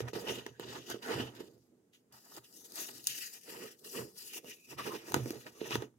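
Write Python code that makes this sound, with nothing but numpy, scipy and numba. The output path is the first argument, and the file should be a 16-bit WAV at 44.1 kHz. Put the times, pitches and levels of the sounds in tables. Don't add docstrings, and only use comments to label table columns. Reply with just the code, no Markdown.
import sys
import numpy as np
from scipy import signal
from scipy.fft import rfft, irfft, next_fast_len
from scipy.io import wavfile
from scipy.ndimage import uniform_filter1d, map_coordinates
from numba import njit

SR = 44100
rng = np.random.default_rng(int(sys.argv[2]) if len(sys.argv) > 2 else 0)


def wrap_up_sound(samples):
    columns = np.atleast_2d(samples).T
    tamed = np.clip(columns, -1, 1)
    steps = np.round(tamed * 32767).astype(np.int16)
    wavfile.write(sys.argv[1], SR, steps)


def gain_from_db(level_db):
    decades = np.asarray(level_db, float) / 20
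    return 10 ** decades


N = 263718
SIZE = next_fast_len(N + SR // 2, real=True)
HZ = np.fft.rfftfreq(SIZE, 1 / SR)

# time_s, rasp_centre_hz, cavity_centre_hz, rasp_lift_db, wall_centre_hz
CUP = [(0.0, 2260, 404, -2, 710), (0.3, 2760, 427, -1, 890), (0.72, 2710, 380, -5, 940),
       (0.91, 3050, 330, -2, 1520), (1.1, 2980, 473, -8, 650), (1.2, 2880, 288, 3, 880),
       (1.4, 2720, 317, -6, 900), (2.4, 3000, 371.8, -3, 826), (2.8, 2670, 328, -6.5, 710),
       (3.13, 2770, 288, 2, 660), (3.43, 2300, 457, -8, 686), (3.68, 2830, 418, -7, 1250),
       (4.3, 2701, 395.7, -3.5, 900), (4.4, 2420, 366, 5.5, 875), (4.85, 2530, 372, -0.5, 1090),
       (5.18, 2300, 334, -5, 750), (5.73, 2700, 369, -2, 910), (5.98, 2800, 328, -1, 900)]


def unit(x):
    return x / np.sqrt(np.mean(x ** 2))


def curve(s, values):
    return np.interp(np.arange(N) / SR, s, values)


def slope_db(points):
    hz, db = np.transpose(points)
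    return np.interp(np.log(HZ + 1), np.log(hz), db)


def causal(db):
    short = 2 ** 14
    log_gain = np.interp(np.fft.rfftfreq(short, 1 / SR), HZ, db) * np.log(10) / 20
    cepstrum = irfft(log_gain)
    cepstrum[1:short // 2] *= 2
    cepstrum[short // 2 + 1:] = 0
    impulse = irfft(np.exp(rfft(cepstrum)))
    return rfft(unit(impulse) / np.sqrt(short), SIZE)


def modes(table, steep):
    power = 0
    for centre_hz, width_hz, db in table:
        detune = (HZ ** 2 - centre_hz ** 2) / (HZ * width_hz + 1)
        power = power + gain_from_db(2 * db) / (1 + detune ** 2) ** steep
    return 10 * np.log10(power + 1e-12)


def through(x, response):
    return irfft(rfft(x, SIZE) * response, SIZE)[..., :N]


def walk(rate_hz):
    hold = int(SR / rate_hz)
    steps = np.repeat(rng.standard_normal(N // hold + 1), hold)
    return uniform_filter1d(steps, hold // 2 + 1)[:N]


@njit
def hollow(x, hz, width_hz):
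    y, band, low = np.empty(len(x)), 0., 0.
    for i in range(len(x)):
        g, k = np.tan(np.pi * hz[i] / SR), width_hz / hz[i]
        v = (band + g * (x[i] - low)) / (1 + g * (g + k))
        band, low, y[i] = 2 * v - band, low + 2 * g * v, k * v
    return y


def tuned(pair, hz, width_hz, rest_db, peak_db):
    peak = np.array([hollow(hollow(port, hz, width_hz), hz, width_hz) for port in pair])
    return gain_from_db(rest_db) * pair + gain_from_db(peak_db) * peak


def lag_right(pair, samples):
    return np.array([pair[0], np.roll(pair[1], int(samples))])


def off_hand(pair, samples, wander_db, share):
    n = np.arange(N)
    lags = [samples * gain_from_db(wander_db * walk(9)) for _ in pair]
    return pair + share * np.array([np.interp(n - lag, n, port) for port, lag in zip(pair, lags)])


def strokes(table, steep=1, shared=False, idle_db=-120):
    rounding = 1.222
    t = np.arange(0, N / SR + .01, .001)
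    power = gain_from_db(2 * idle_db)
    for peak_s, rise_s, fall_s, db, *share_db in table:
        rising, falling = (peak_s - t) / max(rise_s, .003), (t - peak_s) / max(fall_s, .003)
        away = np.where(t < peak_s, rising, falling)
        level_db = db + shared * sum(share_db) - 20 * steep * away ** rounding
        power = power + gain_from_db(2 * level_db)
    return curve(t, np.sqrt(power))


def cells(per_s, spread_db, patchy_db, slip_hz, alike):
    when, size = rng.random((2, 3, N))
    clicks, hit = np.zeros((3, N)), when < per_s / SR
    loudness = (size[hit] + 1e-4) ** (-spread_db * np.log(10) / 20)
    clicks[hit] = np.sin(1e4 * when[hit]) * loudness
    alike = np.clip(alike, 0, 1)
    pair = np.sqrt(alike) * clicks[0] + np.sqrt(1 - alike) * clicks[1:]
    return unit(pair * gain_from_db(patchy_db * walk(slip_hz)))


def cracks(part, stretch, trim_db, click_db, alike):
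    # start_s, rasp_peak_db, cavity_db, hiss_db, length_ms
    knocks = [(.0044, -34, -22.5, -48, 2.7), (0.1323, -45, -30, -54, 3.4), (.16, -50, -29, -60, 2.5),
              (0.4638, -36, -35, -50.5, 4.2), (0.5963, -39.5, -31, -43.5, 2.8),
              (0.9002, -58, -34, -34.5, 1.9), (0.9434, -60.5, -30.5, -80, 3.9), (1.03, -53, -53, -55, 4.7),
              (1.2, -47, -27, -63, 3.6), (1.234, -55, -31, -66, 3), (1.122, -49.5, -28.5, -62, 3),
              (1.4039, -56, -33, -59, 7.1), (4.4444, -52, -35, -56, 2.9), (4.7914, -55, -65, -74, 6.8),
              (5.12, -31, -51, -32, 1.7), (5.0835, -48, -40, -51, 3.3), (5.1422, -15, -19, -23, 1.98),
              (5.163, -44, -24, -50, 4), (5.2579, -40, -25, -49, 2.9), (5.3052, -35, -26.5, -35, 2.2),
              (5.465, -46, -44.5, -67, 16), (5.6145, -58, -22, -58, 1.3), (5.7074, -30, -33.5, -47, 2.7),
              (5.7546, -19, -18.5, -51, 1.45), (5.8214, -42.5, -32.5, -58, 8)]
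    # start_s, rasp_peak_db, hiss_db, length_ms
    snaps = [(2.1235, -60, -61, 15), (2.163, -56.5, -60, 1.5), (2.365, -51, -43, 3), (2.4445, -49, -56, 2),
             (2.5263, -62, -52, 2), (2.54, -56, -53, 1.5), (2.72, -59, -43, 2.5), (2.756, -46, -33, 1.9),
             (2.98, -56, -44, 2), (3.0418, -50, -32, 0.86), (3.0697, -31.5, -22.5, 4.8),
             (3.845, -43, -47, 2.2), (4.3338, -44, -48.5, 7.8)]
    rows = [(s, r, c, r - 4, h, ms) for s, r, c, h, ms in knocks]
    rows += [(s, r, r - 24, r - 18.5, h, ms) for s, r, h, ms in snaps]
    column = ["start", "rasp", "cavity", "wall", "hiss"].index(part)

    out, t = np.zeros((2, N + SR)), np.arange(SR // 10) / SR
    both, *own = np.moveaxis(rng.standard_normal((len(rows), 3, len(t))), 1, 0)
    alike = np.clip(alike, 0, 1)
    splinters = np.sqrt(alike) * both + np.sqrt(1 - alike) * np.array(own)
    splinters = splinters * np.minimum(t / 0.00074, 1)
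    splinters[..., SR // 2000] = gain_from_db(click_db)
    for k, row in enumerate(rows):
        i, decay_s = int(row[0] * SR), stretch * max(row[5], .3) / 1000
        out[:, i:i + len(t)] += gain_from_db(row[column] + trim_db) * splinters[:, k] * np.exp(-t / decay_s)
    return out[:, :N]


def room():
    # freq_hz, level_db_per_hz
    room_colour = [(30, -26.5), (210, -2), (287, -3.5), (370, -20), (1010, -26), (4300, -36.5), (6900, -31),
                   (16000, -38)]
    mid, side = rng.standard_normal((2, N))
    colour = gain_from_db(slope_db(room_colour))
    mid = through(mid, colour)
    side = through(side, colour * np.clip(HZ / 900, .1, 1))
    pair = (mid + side * np.array([[1], [-1]])) / np.sqrt(np.mean(mid ** 2))
    return pair * gain_from_db(-75 + 0.5 * walk(0.65))


def echo(x):
    t60_s, level_db = 0.038, -9.5
    t = np.arange(SR // 2) / SR
    tail = rng.standard_normal((2, len(t))) * gain_from_db(-60 * t / t60_s) * np.minimum(t / 0.0005, 1)
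    tail = tail / np.sqrt(np.sum(tail ** 2, axis=1, keepdims=True))
    colour = gain_from_db(slope_db([(300, -12.5), (1000, 4.0), (9000, 4.5)]))
    return gain_from_db(level_db) * through(x, rfft(tail, SIZE) * colour)


def squeaks(rub):
    # start_s, length_s, pitch_hz, level_db
    squeak_events = [(0.51, 0.093, 1630, -74), (0.72, 0.043, 930, -57), (1.01, 0.12, 1615, -55.5),
                     (1.167, 0.053, 830, -53), (3.838, 0.045, 1150, -60.5), (4.33, .06, 2450, -55),
                     (4.28, .04, 2750, -64), (4.69, .05, 1050, -60), (4.444, 0.07, 2650, -60.5),
                     (4.49, 0.07, 2400, -61), (0.91, 0.037, 1500, -58), (3.104, .06, 2800, -58),
                     (5.713, .035, 900, -51), (4.545, 0.15, 2550, -69), (4.78, 0.064, 1150, -54),
                     (4.882, 0.051, 1070, -47), (5.541, 0.066, 1140, -70)]
    gain, hz = np.zeros(N), np.full(N, 1000.)
    for start_s, length_s, pitch_hz, db in squeak_events:
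        i, n = int(start_s * SR), int(length_s * SR)
        gain[i:i + n] = gain_from_db(db + 21.5) * np.sqrt(np.hanning(n))
        hz[i:] = pitch_hz
    return tuned(gain * rub, hz, 280.0, rest_db=-31.0, peak_db=1.5)


def shell():
    # centre_hz, width_hz, level_db
    wall_modes = [(632, 103, 2), (927, 400, 3.5), (1284, 550, 2.5), (1650, 560, -0.5)]
    # centre_hz, width_hz, level_db
    cavity_modes = [(212.5, 73, -2), (249, 28, -1.5), (318, 130, -3), (360.4, 64, -4), (444.4, 101, -0.5)]
    # centre_hz, width_hz, level_db
    boom_modes = [(35, 57, -39), (84, 35, -13.5), (123.3, 22, 0.5)]
    # peak_s, rise_s, fall_s,
    # push_db, wall_share_db
    pushes = [(0, .02, 0.18, -44.5, -8.5), (.154, 0.036, 0.2, -40.5, -7), (.294, 0.062, 0.086, -34, -6.5),
              (.378, 0.055, 0.083, -45, -5), (.475, 0.056, 0.09, -54.5, -3), (.6, 0.015, 0.44, -48.5, -7),
              (.78, 0.22, 0.055, -47.5, -2.5), (.9, 0.043, 0.081, -48, 1.5), (.95, 0.1, 0.05, -43, -14),
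              (1.03, 0.023, 0.2, -52, -1), (1.115, 0.095, .12, -37, 0), (.083, 0.022, .03, -44, -6),
              (.915, 0.037, .03, -46, 1.5), (1.085, 0.035, .05, -44.5, -3), (1.21, 0.12, 0.074, -37, -6.5),
              (1.275, 0.028, .03, -50, -1), (1.28, 0.19, 0.27, -54, -4), (1.41, 0.19, 0.18, -51, -20),
              (1.7, 0.45, 0.92, -70.5, -25), (2.14, 0.049, 0.18, -70, 8), (2.33, 0.23, 0.26, -67.5, 1),
              (2.38, 0.048, 0.021, -49.5, -3), (2.62, 0.27, 0.18, -64.5, -9.5),
              (2.888, 0.011, .04, -55.5, -0.5), (3.2, 0.17, .15, -65, -7), (2.81, 0.15, .15, -56, 1.5),
              (2.9, 0.53, 0.49, -58, -7.5), (3.35, 0.08, 0.079, -70.5, 6.5),
              (3.499, 0.057, 0.26, -47.5, -7), (3.631, 0.09, 0.1, -46, -9),
              (3.962, 0.05, 0.14, -39.5, -9.5), (4.019, .1, 0.018, -41.5, -7.5),
              (3.86, 0.069, 0.073, -56, -12), (4.28, 0.47, 0.14, -65.5, -8.5),
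              (4.378, 0.067, 0.031, -46.5, -10.5), (4.452, 0.033, 0.14, -51.5, -15),
              (4.729, 0.053, 0.029, -49, -2.5), (4.791, 0.034, 0.071, -46.5, 2.5),
              (4.868, 0.035, 0.051, -36, -2), (4.951, 0.074, 0.041, -39, -6),
              (5.12, 0.23, 0.025, -48.5, -3.5), (5.157, 0.03, 0.077, -33, -6), (5.19, .05, 0.42, -51, -4),
              (5.31, 0.097, 0.11, -42.5, -28), (5.463, 0.031, 0.064, -48.5, -1),
              (5.613, 0.013, 0.083, -39.5, -30), (5.26, 0.011, 0.045, -41, -12),
              (5.375, 0.034, 0.021, -47.5, -14), (5.66, .04, 0.1, -50.5, 4), (5.73, .04, .03, -48, 4),
              (5.758, 0.23, 0.093, -45.5, -1), (5.83, 0.2, 0.08, -49, -7)]
    # peak_s, fall_s (per 20 dB), level_db
    thumps = [(0, .09, -35), (.154, 0.03, -49.5), (.3, 0.15, -54), (.38, 0.05, -52), (.5, .1, -59),
              (.62, 0.26, -53), (.93, -0.04, -51), (1.17, 0.14, -38), (1.21, -0.14, -62), (1.41, 0.6, -69),
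              (2.14, -0.12, -59.5), (2.375, 0.04, -58), (2.92, .2, -66), (3.08, .15, -68),
              (4.019, 0.04, -46.5), (4.74, 0.26, -52.5), (5.157, 0.13, -37.5), (5.2, 0.23, -45.5),
              (5.5, -0.5, -67), (5.62, .08, -58), (5.759, .07, -37.5)]
    body_lead, wall_lead = 5.2, 16
    cup_s, _, cavity_hz, _, wall_hz = np.transpose(CUP)
    hands = pushes
    push = cells(per_s=4400, spread_db=2.0, patchy_db=2.0, slip_hz=45.4, alike=0.96)
    rub = cells(per_s=5000, spread_db=2.5, patchy_db=3.5, slip_hz=54.5, alike=0.22)

    cavity = strokes(hands, idle_db=-80) * push
    cavity = cavity + cracks("cavity", stretch=0.73, trim_db=-4, click_db=23.0, alike=0.93)
    cavity = through(cavity, causal(modes(cavity_modes, steep=1.5)))
    cavity = tuned(cavity, curve(cup_s, cavity_hz), 221.0, rest_db=-4.5, peak_db=-6.0)

    wall = strokes(hands, steep=1.5, shared=True) * rub
    wall = wall + cracks("wall", stretch=0.45, trim_db=8.0, click_db=11, alike=.6)
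    wall = through(wall, causal(modes(wall_modes, steep=1.11)))
    wall = tuned(wall, curve(cup_s, wall_hz), 380.0, rest_db=-2.0, peak_db=-5.5)

    rocking = strokes([(s, 0.059, fall_s, db) for s, fall_s, db in thumps], idle_db=-88)
    load = rocking + gain_from_db(-20) * strokes(hands)
    boom = through(load * np.clip(push, -3, 3), causal(modes(boom_modes, steep=2.04)))
    return lag_right(cavity + boom, body_lead) + lag_right(wall + squeaks(rub), wall_lead)


def foam():
    # freq_hz, level_db_per_hz
    hiss_colour = [(2060, -72.5), (3500, -5.5), (3810, -5.5), (4670, 2), (5540, -1.5), (6740, -1),
                   (8200, -13.5), (18000, -120)]
    # freq_hz, level_db_per_hz
    fizz_colour = [(150, -60), (1150, -43), (4590, -17.5), (7800, -4.5), (8540, -3.5), (12200, 0.5),
                   (13500, 1.5), (15700, -4.5)]
    # centre_hz, width_hz, level_db
    rasp_modes = [(1700, 950, 4), (2980, 1980, 0.5), (3730, 500, -17), (4270, 2940, -1.5)]
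    # peak_s, rise_s, fall_s (per 20 dB), crumble_db, rasp_share_db
    pressing = [(0, .02, 0.03, -51.5, 5), (.05, -3, 0.3, -73, -1), (.082, -0.2, 0.03, -54, 2.5),
                (.11, -0.8, .03, -72, 1), (.134, -0.04, 0.06, -52.5, 3.5), (.155, 0.02, .2, -55.5, 0.5),
                (.298, 0.05, 0.09, -48, 5.5), (.38, 0.12, 0.08, -58.5, 7.5), (.47, 0.1, 0.1, -66, 0.5),
                (.602, -0.04, 0.37, -60, 4), (.71, 0.06, 0.2448, -58.5, 5.5), (.79, 0.23, 0, -58, 2),
                (.868, .015, 0.13, -60.5, 4), (.903, 0.02, .09, -52, -0.5), (.925, 0.06, 0.006, -48, 1),
                (.96, -0.35, 0.2, -80, 0), (1.028, 0.012, 0.16, -55.5, 6.5),
                (1.119, 0.0551, 0.1541, -54.5, 8), (1.201, 0.05, 0.14, -56, 6.5),
                (1.275, -0.07, .03, -61, 2), (1.35, -0.06, .09, -65, 6.5), (1.405, 0.03, .03, -62, 8.5),
                (1.478, 0.2, .015, -68, -1), (1.5, .15, 0.3, -76, -11)]
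    # peak_s, rise_s, fall_s, crumble_db, rasp_share_db
    picking = [(1.935, 0.01, 0.073, -68, 1), (2.127, 0.0037, 0.42, -64, -10),
               (2.38, 0.16, 0.022, -57.5, -7), (2.443, 0.018, 0.11, -67, -3.5),
               (2.553, 0.067, 0.15, -61.5, -9), (2.66, 0.095, 0.088, -59, -14),
               (2.762, 0.023, 0.17, -46.5, -11), (2.816, 0.12, 0.084, -47, -5),
               (2.888, .012, 0.033, -51.5, -3), (2.994, 0.22, 0.045, -57, -6.5),
               (3.055, 0.18, .03, -61, -7.5), (3.083, 0.037, 0.29, -45, -6),
               (3.243, 0.12, 0.049, -51.5, 3.5), (3.273, 0.096, 0.01, -51, -8),
               (3.34, 0.025, 0.051, -56.5, -4), (3.378, 0.093, 0.011, -55.5, -3.5),
               (3.413, .006, 0.0086, -65, -8), (3.435, 0.0092, .1, -59, -16)]
    # peak_s, rise_s, fall_s, crumble_db, rasp_share_db
    stuffing = [(3.496, 0.073, 0.21, -55, 0.5), (3.64, 0.097, 0.11, -56.5, 3),
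                (3.708, 0.0094, .03, -62, 0.5), (3.727, 0.05, 0.022, -65.5, 4),
                (3.793, 0.012, .02, -66.5, -7), (3.845, 0.0082, 0.13, -55, -4),
                (3.92, 0.11, 0.23, -53.5, -12.5), (3.975, 0.067, 0.089, -51, 3.5),
                (4.185, 0.041, 0.15, -54, -6), (4.27, .1, .1, -57, -4), (4.338, 0.019, 0.072, -53, 3),
                (4.38, 0.12, 0.018, -51, 0.5), (4.499, .07, 0.093, -56, -2), (4.535, .06, .025, -60, -4),
                (4.6, 0.071, 0.1, -69, -18), (4.65, 0.041, .05, -66.5, -18), (4.716, 0.046, 0.054, -54, -3),
                (4.786, 0.015, 0.39, -57.5, 8), (4.87, 0.065, .05, -52.5, -4), (4.962, 0.11, 0.022, -55, 7),
                (5.088, .01, .05, -63, -1), (5.1, 0.16, 0.057, -59, -5), (5.156, 0.044, 0.1, -51, 2.5),
                (5.304, 0.2, 0.18, -56, -3), (5.475, 0.023, 0.04, -61, 5.5), (5.42, 0.071, .1, -65.5, 1.5),
                (5.56, 0.084, .15, -65, -3), (5.676, 0.12, .06, -56, 3.5), (5.716, 0.009, 0.11, -50.5, 5),
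                (5.752, 0.11, 0.036, -51.5, 9), (5.842, .15, 0.041, -66, 2)]
    # time_s, fizz_db, hiss_centre_hz, hiss_lift_db
    uncover = [(0, -4.5, 6100, -1), (.3, -0.5, 5170, -12), (.6, -7, 6600, -8), (.9, -4.5, 4840, -9),
               (1.2, -2, 5200, -11), (2.1, -1, 5040, -14), (2.4, 3, 5270, -8), (2.75, 2, 6450, -4.5),
               (3.1, -0.5, 4970, -8.5), (3.3, 2, 5230, -14), (4.0, 3, 5560, -6), (4.2, 3, 5150, -3),
               (4.36, 2, 5200, -3), (4.6, 1, 5800, -7), (4.9, 0, 4800, -7), (5.17, 0, 5850, -13),
               (5.4, -1, 5900, -13), (5.98, -3, 6500, -11)]
    hands = [*pressing, *picking, *stuffing]
    crumble = strokes(hands)
    uncover_s, fizz_db, hiss_hz, hiss_db = np.transpose(uncover)
    cup_s, rasp_hz, _, rasp_db, _ = np.transpose(CUP)
    fine = cells(per_s=25000, spread_db=-1.5, patchy_db=2.0, slip_hz=72.95, alike=0.31)
    coarse = cells(per_s=9000, spread_db=1.5, patchy_db=3.5, slip_hz=60.1, alike=0.6)
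    snap = cracks("hiss", stretch=0.42, trim_db=1.5, click_db=-9.0, alike=.4)

    hiss = through(crumble * fine + gain_from_db(1) * snap, causal(slope_db(hiss_colour)))
    centre_hz = curve(uncover_s, hiss_hz) * gain_from_db(0.25 * walk(12))
    hiss = tuned(hiss, centre_hz, 1500.0, rest_db=-2, peak_db=curve(uncover_s, hiss_db))

    fizz_gain = crumble * gain_from_db(curve(uncover_s, fizz_db) + 1.4 * walk(35))
    fizz = through(fizz_gain * fine + gain_from_db(2.5) * snap, causal(slope_db(fizz_colour)))

    scrape = strokes(hands, steep=1.21, shared=True) * (0.33 * fine + 1.13 * coarse)
    scrape = scrape + cracks("rasp", stretch=0.29, trim_db=-6, click_db=17.0, alike=.5)
    rasp = through(scrape, causal(modes(rasp_modes, steep=2.8)))
    rasp = tuned(rasp, curve(cup_s, rasp_hz), 1200.0, rest_db=-1.5, peak_db=curve(cup_s, rasp_db))
    return off_hand(hiss + fizz + rasp, samples=14, wander_db=2.5, share=.4)


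def scene():
    # time_s, left_lead_samples, left_minus_right_db
    reach = [(0, 20.2, 2), (1.05, 16.9, 0), (1.6, 19, -4), (2.1, 3.5, -1.5), (2.45, 2.5, -0.5),
             (2.6, 20.7, 3), (3.5, 17.4, 1), (4.6, 15.8, 0), (5.98, 12.6, 0.5)]
    # freq_hz, left_minus_right_db
    port_shading = [(60, -2.5), (200, -2), (700, -9.5), (1290, 1.5), (2380, -3.5), (4400, 3.5), (8120, 8),
                    (15000, 3)]
    # time_s, dip_hz
    dip_path = [(0, 8450), (1.9, 8450), (2.0, 2070), (2.45, 2230), (2.7, 2770), (2.95, 3430), (3.4, 3580),
                (3.7, 3750), (4.1, 3700), (4.7, 4350), (5.0, 8000), (5.98, 8200)]
    reach_s, lead, pan_db = np.transpose(reach)
    air = foam() * gain_from_db(np.outer([.5, -.5], curve(reach_s, pan_db)))
    body = shell()
    late = map_coordinates(air[1], [np.arange(N) - curve(reach_s, lead)], order=3)
    near = np.array([air[0] + body[0], late + body[1]])
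    dip_hz = curve(*np.transpose(dip_path))
    near = near - 0.95 * np.array([hollow(port, dip_hz, 170.0) for port in near])
    shading = gain_from_db(np.outer([.5, -.5], slope_db(port_shading)))
    return through(near, shading) + echo(near[0]) + room()


def band_limit(x):
    return signal.sosfilt(signal.butter(12, 17010, fs=SR, output="sos"), x)


def record(dry):
    rumble_cut = signal.butter(1, 45, "high", fs=SR, output="sos")
    top_cut = signal.ellip(8, .2, 40, 15800, fs=SR, output="sos")
    mix = signal.sosfilt(top_cut, signal.sosfilt(rumble_cut, dry))
    return band_limit(mix)


dry = scene()
out = record(dry)
wrap_up_sound(out)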